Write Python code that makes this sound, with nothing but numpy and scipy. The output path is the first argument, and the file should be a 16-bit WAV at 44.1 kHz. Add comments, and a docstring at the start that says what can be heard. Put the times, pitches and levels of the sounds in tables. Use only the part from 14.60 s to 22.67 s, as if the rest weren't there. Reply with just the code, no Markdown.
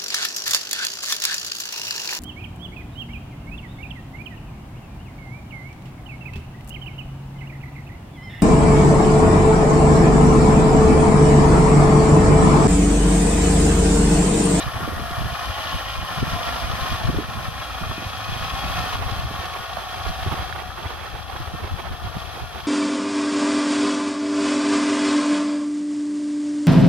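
"""Wind bumps against the microphone and a four-cylinder diesel knocks, dragging a disc harrow through dry soil.
Noise and taps pulsed at every firing ring the block, and shaft-locked sines make gears, whines and exhaust drone.
Grainy noise hisses as crumbling soil behind; the tractor slowly draws away over an open field.
Shaped low noise buffets the two ports, band bursts knock and tick, and later dry clicks sputter on the right.
A wind gate takes the bass out of the right port whenever that bass is weak."""
import sys
import numpy as np
from scipy import signal
from scipy.fft import rfft, irfft
from scipy.io import wavfile
from scipy.ndimage import uniform_filter1d

SR = 44100
rng = np.random.default_rng(int(sys.argv[2]) if len(sys.argv) > 2 else 0)


def unload_wav(signal):
    """Save mono or channel-first audio to the path in sys.argv[1] as 16-bit WAV at rate SR, clipped to [-1, 1]."""
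    wavfile.write(
        sys.argv[1],
        SR,
        np.round(np.clip(np.atleast_2d(signal).T, -1, 1) * 32767).astype(np.int16),
    )


N = 355887
T = np.arange(N) / SR
HZ = np.fft.rfftfreq(N, 1 / SR)
LOG_HZ = np.log(HZ + 1)


def from_db(db):
    """Amplitude factor of a level in dB."""
    return 10 ** (np.asarray(db) / 20)


def unit(x):
    """Scales to rms 1."""
    return x / np.sqrt(np.mean(x ** 2) + 1e-20)


def curve(rows, axis=1):
    """One column of a table, interpolated at every sample."""
    rows = np.asarray(rows)
    return np.interp(T, rows[:, 0], rows[:, axis])


def across(points):
    """A table interpolated along the log-frequency axis."""
    hz, value = np.transpose(points)
    return np.interp(LOG_HZ, np.log(hz + 1), value)


def coloured(x, db):
    """Filters x by a gain in dB at every frequency; rms 1."""
    return unit(irfft(rfft(x) * from_db(db), N))


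def wander(per_s):
    """Slow random motion of rms 1: sixteen sines from per_s / 8 up to per_s [Hz]."""
    t = T[::100]
    waves = [np.sin(2 * np.pi * (f * t + rng.random())) for f in per_s * np.geomspace(1 / 8, 1, 16)]
    return unit(np.interp(T, t, sum(waves)))


def swell(s, half):
    """A bell in time that peaks at s; half is its standard deviation [s]."""
    bell = np.zeros(N)
    near = slice(*np.searchsorted(T, [s - 5 * half, s + 5 * half]))
    bell[near] = np.exp(-.5 * ((T[near] - s) / half) ** 2)
    return bell


# Likeness of the two microphone ports: (frequency [Hz], likeness [0-1])
PORT_LIKENESS = [(300, 0.32), (750, 0.87), (950, 0.99), (1200, 1), (1600, 0.19), (1850, 0.91), (2300, 0.92),
                 (3300, 0.89), (4200, 0.053), (7000, 0.58)]
# Phase lead of the left port: (frequency [Hz], lead [rad])
LEFT_LEAD = [(400, 1.75), (720, -1), (950, 2), (1080, 0), (1280, -1), (1520, 0.7), (1650, 0.6), (1900, 0.3),
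             (2150, 5), (2450, 5), (3100, 5), (4100, 6), (6000, 2.5)]
# Left port over the right one: (frequency [Hz], level [dB])
PORT_BALANCE = [(300, -14), (500, -1), (850, -4), (1100, 1.5), (1400, -1.5), (1700, 1), (2600, 2),
                (3300, 1.5), (7000, 0.5)]


def ports(direct, diffuse):
    """Two microphone ports hear one source with a phase lead, plus unrelated scatter from the ground."""
    alike = np.clip(across(PORT_LIKENESS), 0, 1)
    mixed = alike * direct + np.sqrt(1 - alike ** 2) * diffuse
    right = mixed * np.exp(-1j * across(LEFT_LEAD))
    tilt = from_db(across(PORT_BALANCE) / 2)
    return irfft(np.array([direct * tilt, right / tilt]), N)


# Mean crankshaft speed, sagging under load and picking up: (time [s], speed [turns/s])
SHAFT_SPEED = [(0, 26.55), (0.4, 26.7), (1, 26.75), (1.4, 26.6), (1.6, 26.3), (2, 26.2), (2.25, 26.6),
               (3, 26.68), (3.4, 27.25), (3.8, 27.38), (4.6, 28.22), (5.5, 28.1), (5.8, 28.3), (6.2, 28.25),
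               (6.6, 27.7), (7.2, 27.72), (7.6, 27.45), (8.07, 27.45)]


def crank(wobble=.002, wobbles_per_s=24):
    """Turns so far, with slight unsteadiness and a quick twisting wobble [turns] that blurs the high tones."""
    speed = curve(SHAFT_SPEED) * (1 + .0015 * wander(9))
    return np.cumsum(speed) / SR + wobble * wander(wobbles_per_s)


def knock(turns, depth, skew, uneven=0.67):
    """Loudness of the clatter: two firings a turn, each flaring and dying, no two alike."""
    firing, age = np.divmod(2 * turns, 1)
    firing = firing.astype(int)
    force = (1 + uneven * rng.standard_normal(firing.max() + 1))[firing]
    flare = np.sin(np.pi * age ** abs(skew)) ** 2
    return unit(1 + depth * force * flare)


def taps(turns, uneven=0.43, count=40):
    """Valves, injectors and pistons tap at nearly the same crank angles after every firing."""
    out = np.zeros(N)
    firings = 2 * turns
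    for angle, size in zip(rng.random(count), rng.standard_normal(count)):
        at = np.searchsorted(firings, np.arange(angle, firings[-1]))
        slip = np.round(2.3 * rng.standard_normal(len(at))).astype(int)  # samples
        out[np.clip(at + slip, 0, N - 1)] += size * (1 + uneven * rng.standard_normal(len(at)))
    return unit(out)


# Flutter of the clatter from unequal cylinders and valve gear: (multiple of shaft speed, depth [0-1])
VALVE_FLUTTER = [(.5, .2), (4.5, .09), (5.5, .12), (6, .09), (6.5, .15)]


def clatter(turns, depth, skew, regular, flutter, ragged_db, ragged_per_s):
    """Spectra of two streams of noise and taps that share firing beat, any valve flutter and a ragged grain."""
    valves = 0
    if flutter:
        valves = sum(share * np.sin(2 * np.pi * (order * turns + rng.random()))
                     for order, share in VALVE_FLUTTER)
    beat = knock(turns, depth, skew) * (1 + valves) * from_db(ragged_db * wander(ragged_per_s))
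    return [rfft(beat * (rng.standard_normal(N) + regular * taps(turns))) for _ in range(2)]


def tones(turns, table, waver_db, rough=0):
    """Sines locked to the shaft, each swelling and fading in moving air; backlash may roughen their phase."""
    total = 0
    for order, db in table:
        size = np.sqrt(2) * from_db(db + waver_db * wander(5))
        phase = round(order) * turns + rough * wander(40) + rng.random()
        total = total + size * np.sin(2 * np.pi * phase)
    return total


# What block and panels radiate: (frequency [Hz], relative density [dB per Hz])
BLOCK_COLOUR = [(40, -32), (230, -12), (450, -12.5), (650, -8), (930, -7), (1300, 0.5), (1600, -10),
                (2100, -8), (3000, -9), (3600, -9), (5500, -17), (7000, -21), (10000, -75)]
# Resonances: (frequency [Hz], width [Hz], lift from the side [dB], lift from behind [dB])
PANEL_RESONANCES = [(792, 250, 6, 8), (1080, 110, 1.5, 2.5), (1374, 100.0, 0, 0.5), (1470, 62, 2, 3.6),
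                    (1701, 210, 5, 7), (1923, 340, 6, 2), (2526, 260, 7, -0.5), (2620, 180, -7.5, 3.5),
                    (2970, 590, 4, -0.5), (3316, 300, 3, 7.5), (3516, 114, -1.5, -8.5),
                    (5200, 1800, 3, 0.3)]
# How far the tractor is heard from behind rather than from the side: (time [s], share [0-1])
BEHIND_SHARE = [(0, 0), (2.1, 0), (3.4, 1), (4.3, 0.64), (8.07, 1)]
# Gear and injection pump tones: (multiple of shaft speed, level before gears_db [dB])
GEAR_TONES = [(17, -25.5), (20, -22), (22, -18), (24, -12), (27, -19), (28, -18.5), (34, -17.5), (39, -14),
              (40, -16.5), (41, -22), (42, -15.5), (44, -15), (46, -19.5), (48, -13), (50, -17.5),
              (52, -13), (65, -15.5)]
# Body and gears on the right port, on top of the port balance: (time [s], level [dB])
RIGHT_BODY = [(0, -2.5), (5.2, -1.5), (8.07, -2)]
# Treble of the clatter: (time [s], level before bright_db [dB])
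TREBLE_LEVEL = [(0, -1), (0.1, -6), (0.5, -6), (1.05, -2.5), (1.5, -3), (2.2, -2), (2.8, -4), (3.6, -1.85),
                (5, -2.5), (8.07, -2.5)]


def engine(turns, split_hz=1900, body_db=-0.3, bright_db=-1.41, gears_db=-6.0):
    """Clatter rings the block; its colour shifts between the view from the side and from behind."""
    drive = clatter(turns, depth=0.28, skew=0.62, regular=0.42, flutter=True, ragged_db=1.05, ragged_per_s=190)
    rattle = clatter(turns, depth=0.3, skew=0.9, regular=0.3, flutter=False, ragged_db=.6, ragged_per_s=140)
    low = 1 / (1 + (HZ / split_hz) ** 8)
    behind = curve(BEHIND_SHARE)
    body = bright = 0
    for view, share in enumerate([1 - behind, behind]):
        lifts = sum(lift[view] * np.exp(-2 * ((HZ - hz) / width) ** 2)
                    for hz, width, *lift in PANEL_RESONANCES)
        colour = from_db(across(BLOCK_COLOUR) + lifts)
        body = body + share * unit(ports(*[x * colour * low for x in drive]))
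        bright = bright + share * unit(ports(*[x * colour * (1 - low) for x in rattle]))
    gear_sound = rfft(tones(turns, GEAR_TONES, waver_db=2.5, rough=.09))
    gears = ports(gear_sound, gear_sound)
    lows = from_db(body_db) * body + from_db(gears_db) * gears
    lows = lows * from_db([0 * T, curve(RIGHT_BODY)])
    return lows + from_db(curve(TREBLE_LEVEL) + bright_db) * bright


def ground_echo(x, gain=.27, delay_s=.004, shift_s=.0003, shifts_per_s=2.5):
    """The bounce off lumpy ground changes its path as the tractor jolts along, so resonances keep shifting."""
    late = T - delay_s - shift_s * wander(shifts_per_s)
    bounce = np.array([np.interp(late, T, port) for port in x])
    return (x + gain * bounce) / np.hypot(1, gain)


# Main gear whine, present throughout: (time [s], level before level_db and waver [dB])
MESH_LEVEL = [(0, -20), (0.55, -8.5), (1, -13), (1.35, -20), (1.6, -18), (1.95, -9), (2.35, -18),
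              (3.9, -18), (4.3, -10.5), (5.4, -8.5), (6.2, -11), (7.4, -9.5), (8.07, -11.5)]
# Passing whines: (peak time [s], half length [s], multiple of shaft speed, level before level_db and waver [dB])
PASSING_WHINES = [(0.15, 0.14, 40, -16), (0.45, 0.21, 27, -11), (1.3, 0.37, 40, -12), (1.6, 0.34, 39, -11),
                  (1.7, 0.35, 52, -12), (1.957, 0.19, 27, -15), (2.296, 0.095, 40, -8.5),
                  (3.85, 0.48, 40, -14.5), (3.6, 0.84, 91, -14), (4.12, 0.16, 27, -16),
                  (4.85, 0.44, 39, -8.5), (5.5, 0.21, 27, -10)]
MESH_TEETH = 26  # main whine's multiple of the shaft speed


def whines(turns, level_db=-0.3, scatter=.7, waver_db=3, blur=.0018):
    """Gear meshes sing wavering lines that glide with the crankshaft: one throughout, others now and then."""
    voices = [(MESH_TEETH, from_db(curve(MESH_LEVEL)))]
    voices += [(round(order), swell(s, half) * from_db(db)) for s, half, order, db in PASSING_WHINES]
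    lines = 0
    for order, size in voices:
        waver = from_db(waver_db * wander(13))
        phase = order * (turns + blur * wander(30)) + rng.random()
        lines = lines + size * waver * np.exp(2j * np.pi * phase)
    scattered = scatter * lines.imag * wander(9.4)
    return np.sqrt(2) * from_db(level_db) * ports(rfft(lines.real), rfft(scattered))


# Momentary panel buzzes:
# (peak time [s], half length [s], level before flutter [dB], centre [Hz], width [Hz])
PANEL_BUZZES = [(0.02, 0.019, -10, 3800, 350), (1.123, 0.34, -9, 3040, 360)]


def buzz(flutter_db=3.0):
    """Loose panels each ring for a moment in one broad, fluttering band of noise."""
    out = 0
    for s, half, db, hz, width in PANEL_BUZZES:
        band = np.exp(-2 * ((HZ - hz) / width) ** 2)
        ringing = unit(ports(*rfft(rng.standard_normal((2, N))) * band))
        out = out + ringing * swell(s, half) * from_db(db + flutter_db * wander(25.67))
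    return out


# Crumbling soil behind the tractor: (frequency [Hz], relative density [dB per Hz])
SOIL_COLOUR = [(1000, -47), (5000, 4), (9000, 5.5), (12500, 5), (15000, 1.5)]


def soil(grain=0.28, level_db=-13.0):
    """Countless crumbs falling off the discs merge into a fine hiss of uneven noise grains."""
    crumbs = rng.standard_normal((2, N)) * np.exp(grain * rng.standard_normal((2, N)))
    return coloured(crumbs, across(SOIL_COLOUR)) * from_db(level_db + .5 * wander(40))


# Tractor over the field, swelling and then drawing away; the exhaust takes half of these dB,
# scene() applies them in full to the rest: (time [s], level [dB])
TRACTOR_LEVEL = [(0, -30), (0.75, -31), (1.05, -29.5), (1.45, -31.5), (2.05, -28), (2.3, -29.5),
                 (2.5, -32.5), (3.3, -32.5), (3.7, -32), (4.1, -29), (4.3, -28.5), (4.5, -33), (4.9, -33),
                 (5.1, -34), (5.55, -32), (6.1, -37), (6.8, -37.5), (8.07, -36.5)]
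# Exhaust drone: (multiple of shaft speed, level before level_db and waver [dB])
EXHAUST_TONES = [(2, -10), (3, -11.5), (4, -13), (6, -18.5)]


def exhaust(turns, level_db=-21.0, right_db=-4):
    """The firing drone: low sines on the shaft that fade half as fast as the clatter, weaker on the right."""
    level = from_db(curve(TRACTOR_LEVEL) / 2 + level_db)
    drone = level * tones(turns, EXHAUST_TONES, waver_db=-4.5)
    return np.array([drone, from_db(right_db) * drone])


# Colour of the wind on the microphone: (frequency [Hz], relative density [dB per Hz])
WIND_COLOUR = [(10, -29), (28, -16), (55, 1.5), (80, 2), (130, -7.5), (200, -13), (300, -20.5), (500, -23),
               (1000, -27.5), (3000, -82)]
# Breeze between the gusts: (time [s], level before level_db and lumps [dB])
BREEZE_LEVEL = [(0, -35.5), (.3, -35), (.55, -35), (1.25, -39), (1.7, -33.5), (2.6, -31.5), (3.1, -38),
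                (3.55, -37.5), (4.1, -31), (4.7, -34), (5.15, -36.5), (5.8, -31), (6.2, -35.5), (6.85, -32),
                (7.4, -32), (8.07, -34)]


def wind(level_db=-1.5, right_db=0, steady=0.78, lump_db=2.5, lumps_per_s=34):
    """Low noise under the gusts: each port has its own eddies, both feel the same lumps in the breeze."""
    eddies = coloured(rng.standard_normal((2, N)), across(WIND_COLOUR))
    power = np.maximum(uniform_filter1d(eddies ** 2, size=2200), 1e-6)
    evened = unit(eddies / power ** (steady / 2))
    strength = curve(BREEZE_LEVEL) + level_db + lump_db * wander(lumps_per_s)
    return evened * from_db([strength, strength + right_db])


# Gusts that strike the microphone: (peak time [s], level before level_db [dB], half length [s],
# nominal corner [Hz], left over right [dB])
GUSTS = [(0.077, -19, 0.0093, 140, -3), (0.165, -25.5, 0.015, 120, 2), (0.233, -23, 0.012, 180, -4),
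         (0.279, -28, 0.015, 280, 0), (0.329, -25, 0.01, 174, -3), (0.376, -24, 0.008, 110, 4),
         (0.431, -25, 0.014, 150, 5), (0.523, -24, 0.0072, 100, -1), (0.588, -21, 0.008, 151, -1),
         (0.616, -18, 0.0075, 141, -4), (0.654, -18, 0.011, 130, -2), (0.727, -22.5, 0.0093, 120, 1),
         (0.894, -23, 0.017, 110, 3), (1.152, -17.5, 0.0088, 108, 1), (1.391, -23, 0.0088, 100, 0),
         (1.43, -24, 0.011, 150, -3), (1.583, -21, 0.012, 159, 0), (1.628, -13.5, 0.0078, 170, 2),
         (1.677, -25, 0.013, 229, 1), (1.731, -18, 0.0071, 152, 3), (1.756, -23, 0.0081, 160, 8),
         (2.039, -19.5, 0.008, 118, -7), (2.105, -22.5, 0.008, 119, 8), (2.135, -21, 0.0073, 110, 2),
         (2.229, -19.5, 0.01, 95, 6), (2.325, -19, 0.0091, 120, -3.5), (2.351, -22, 0.007, 100, 2),
         (2.452, -17, 0.01, 140, 7), (2.49, -12, 0.0096, 131, 2), (2.54, -23, 0.01, 200, -1),
         (2.573, -16.5, 0.012, 105, 3), (2.778, -23.5, 0.016, 130, -1), (2.885, -20, 0.0059, 120, 0),
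         (3.219, -27, 0.01, 220, -5), (3.235, -23, 0.0079, 110, 5), (3.268, -24.5, 0.008, 140, 3),
         (3.304, -22.5, 0.011, 141, -2), (3.466, -24, 0.0077, 95, -1), (3.691, -23, 0.008, 120, 1),
         (3.722, -22.5, 0.0088, 110, -5), (3.824, -25, 0.013, 110, -4), (4.06, -26, 0.011, 150, 4),
         (4.106, -24, 0.0076, 120, -2), (4.154, -25, 0.0074, 110, 0), (4.197, -23, 0.012, 130, 2),
         (4.359, -22.5, 0.012, 91, -1), (4.419, -23.5, 0.0073, 120, 9), (4.469, -23.5, 0.0084, 110, 12),
         (4.526, -22, 0.008, 110, 9), (4.597, -20.5, 0.008, 81, 1), (4.65, -23, 0.016, 109, 3),
         (4.747, -28, 0.008, 110, 3), (4.796, -22.5, 0.0088, 121, 1), (5.463, -25.5, 0.015, 110, -7),
         (5.499, -19.5, 0.014, 89, -1), (5.676, -17, 0.01, 121, 2), (5.727, -20.5, 0.011, 150, -3),
         (5.779, -27, 0.01, 110, 6), (6.259, -23.5, 0.009, 120, 2), (6.55, -26, 0.0076, 99, -1),
         (6.82, -23.5, 0.0081, 100, 2), (6.943, -25, 0.014, 170, -3), (7.046, -28, 0.0074, 100, 5),
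         (7.138, -21.5, 0.018, 100, 6), (7.276, -32, 0.0087, 110, 14), (7.316, -21.5, 0.0091, 115, 6),
         (7.458, -24.5, 0.015, 110, -2), (7.569, -21, 0.0074, 182, 3), (7.843, -25.5, 0.0087, 100, -3)]


def buffets(level_db=-3):
    """Short hard gusts: bell-shaped bursts of low band noise, unrelated between the ports."""
    out = np.zeros((2, N))
    for s, db, half, hz, pan_db in GUSTS:
        near = np.flatnonzero(abs(T - s) < 3 * half)
        shape = np.exp(-.5 * ((T[near] - s) / half) ** 2)
        push = rng.standard_normal((2, SR // 2))
        band = signal.butter(2, [hz / 3.3, hz * 0.91], "band", fs=SR, output="sos")
        burst = signal.sosfilt(band, push)[:, -len(near):] * shape  # the filter has settled by then
        burst *= np.sqrt(np.mean(shape ** 2) / np.mean(burst ** 2, axis=1, keepdims=True))
        out[:, near] += burst * from_db(db + level_db + np.array([[pan_db], [-pan_db]]) / 2)
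    return out


# Dull knocks and sharp ticks that stand out:
# (start time [s], level [dB], nominal centre [Hz], decay [s], left over right [dB])
SNAPS = [(0.202, -28, 330, .008, 4), (0.225, -28, 380, .007, -8), (0.275, -21.5, 403, 0.01, -7),
         (0.321, -27, 400, 0.009, -16), (0.361, -33, 1290, 0.0025, -14), (0.392, -25, 370, .007, 8),
         (0.505, -29.5, 340, 0.0058, 5), (1.625, -23, 330, 0.0068, -10), (1.759, -29, 330, 0.0078, -3),
         (2.246, -31, 370, .007, -6), (2.494, -18, 290, 0.005, 4), (2.543, -23, 340, 0.012, -5),
         (2.581, -16, 315, 0.012, -9), (2.619, -30, 320, .007, 7), (3.305, -29, 330, .007, -4),
         (3.378, -27.5, 270, 0.01, 2), (3.418, -28, 294, .009, -10), (4.04, -24, 227, 0.0027, 10),
         (4.708, -28.5, 328, 0.0073, -4.5), (5.660, -26, 320, .007, -6), (5.719, -22.5, 1050, 0.011, -4),
         (5.72, -23, 310, .01, -6), (5.741, -27, 480, .006, -12), (6.252, -30, 400, 0.0065, -8),
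         (6.303, -29, 380, .006, -10), (6.753, -29, 420, 0.0049, -9), (6.945, -29, 520, .006, -13),
         (7.075, -29, 500, .006, -19), (7.770, -28, 400, 0.0055, -10), (1.45, -34, 13000, .0008, 0),
         (4.855, -31.5, 4800, .004, -3), (5.169, -15.5, 1090, 0.003, -22), (5.926, -14, 1700, 0.001, -24),
         (6.262, -28, 1300, .003, -18), (6.305, -24, 1100, 0.0023, -20), (6.762, -20.5, 1200, .003, -25)]


def ticks(level_db=0):
    """Snaps and knocks: a sudden noise burst in one band that dies within milliseconds."""
    out = np.zeros((2, N))
    t = T[:SR // 20]
    for s, db, hz, decay, pan_db in SNAPS:
        band = signal.butter(4, [hz * 0.52, min(hz * 1.37, .45 * SR)], "band", fs=SR, output="sos")
        shape = np.exp(-t / decay)
        snap = unit(signal.sosfilt(band, rng.standard_normal(len(t)) * shape))
        snap = snap * np.sqrt(np.mean(shape ** 2))
        side_db = np.minimum([[pan_db], [-pan_db]], 0)  # only the weaker side is lowered
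        out[:, round(s * SR):][:, :len(t)] += snap * from_db(db + level_db + side_db)
    return out


# Dry sputters, mainly at the right port: (peak time [s], level before level_db [dB], length [s])
SPUTTER_CLUMPS = [(4.428, -23, 0.028), (4.495, -23, 0.018), (4.846, -24, 0.024), (4.966, -22.5, 0.011),
                  (5.196, -25, 0.0096), (5.465, -24, 0.0084), (5.726, -19, 0.019), (5.791, -26.5, 0.057),
                  (5.959, -25, 0.014), (5.996, -24, 0.026), (6.196, -28, 0.041), (6.257, -25.5, 0.026),
                  (6.304, -24, 0.015), (6.422, -29.5, 0.12), (6.554, -27.5, 0.022), (6.699, -25.5, 0.01),
                  (6.766, -28, 0.012), (7.044, -26, 0.024), (7.074, -27, 0.013), (7.192, -25.5, 0.021),
                  (7.267, -27, 0.038), (7.754, -29.5, 0.027), (7.959, -32, 0.06)]
# Their colour: (frequency [Hz], relative density [dB per Hz])
SPUTTER_COLOUR = [(150, -45), (350, 3.5), (580, -2.5), (750, 5), (950, 1.5), (1200, 0.5), (1700, -5),
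                  (2500, -7.5), (3600, -13.5), (6000, -30)]
# Fainter ones at jittered times: start [s], rate [per s], level before level_db [dB], length [s]
SPUTTER_FROM_S, FAINT_PER_S, FAINT_DB, FAINT_S = 4.4, 7, -29, 0.02


def sputters(level_db=-4, left_db=-15, grain=0.63):
    """Clumps of tiny dry clicks made of uneven noise grains, nearly all on the right."""
    times = SPUTTER_FROM_S + (np.arange(60) + rng.random(60)) / FAINT_PER_S
    faint = [(s, FAINT_DB, FAINT_S) for s in times if s < T[-1]]
    clumps = np.sqrt(sum((from_db(db) * swell(s, length / 2)) ** 2
                         for s, db, length in list(SPUTTER_CLUMPS) + faint))
    clicks = unit(rng.standard_normal(N) * np.exp(grain * rng.standard_normal(N)))
    colour = unit(from_db(across(SPUTTER_COLOUR)))
    dry_clicks = irfft(rfft(clicks * clumps) * colour, N)
    return from_db([[level_db + left_db], [level_db]]) * dry_clicks


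def scene(air_db=0.76):
    """Moving air makes engine, whines, buzz and soil swell and fade together; the rest is added beside them."""
    turns = crank()
    tractor = ground_echo(engine(turns)) + whines(turns) + buzz() + soil()
    tractor = tractor * from_db(curve(TRACTOR_LEVEL) + air_db * wander(8))
    return tractor + exhaust(turns) + wind() + buffets() + sputters() + ticks()


# Bass level under which the wind gate closes on the right port: (time [s], level [dB])
GATE_THRESHOLD = [(0, -34), (4.6, -41), (4.9, -31.5), (6.2, -28.5), (8.07, -28.5)]


def wind_gate(x, corner_hz=295, ratio=6, floor_db=-34):
    """Lowers the bass whenever it is weaker than a threshold, so that only the stronger bass breaks through."""
    bass = irfft(rfft(x) / (1 + (HZ / corner_hz) ** 8), N)
    power = uniform_filter1d(uniform_filter1d(bass ** 2, size=900), size=500)
    under_db = np.minimum(10 * np.log10(abs(power) + 1e-12) - curve(GATE_THRESHOLD), 0)
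    return x - bass * (1 - from_db(np.maximum(ratio * under_db, floor_db)))


EDGE_HZ = 15480  # upper band limit


def record(dry, notch_hz=7500, notch_width_hz=900, notch_db=-8):
    """A wind gate on the right port, a hollow in the treble around 7.5 kHz, then the band limit."""
    hollow = from_db(notch_db * np.exp(-((HZ - notch_hz) / notch_width_hz) ** 2))
    heard = irfft(rfft([dry[0], wind_gate(dry[1])]) * hollow, N)
    lowpass = signal.firwin(801, EDGE_HZ, window=("kaiser", 9), fs=SR)
    return signal.oaconvolve(heard, lowpass[None], "same")


dry = scene()
out = record(dry)
unload_wav(out)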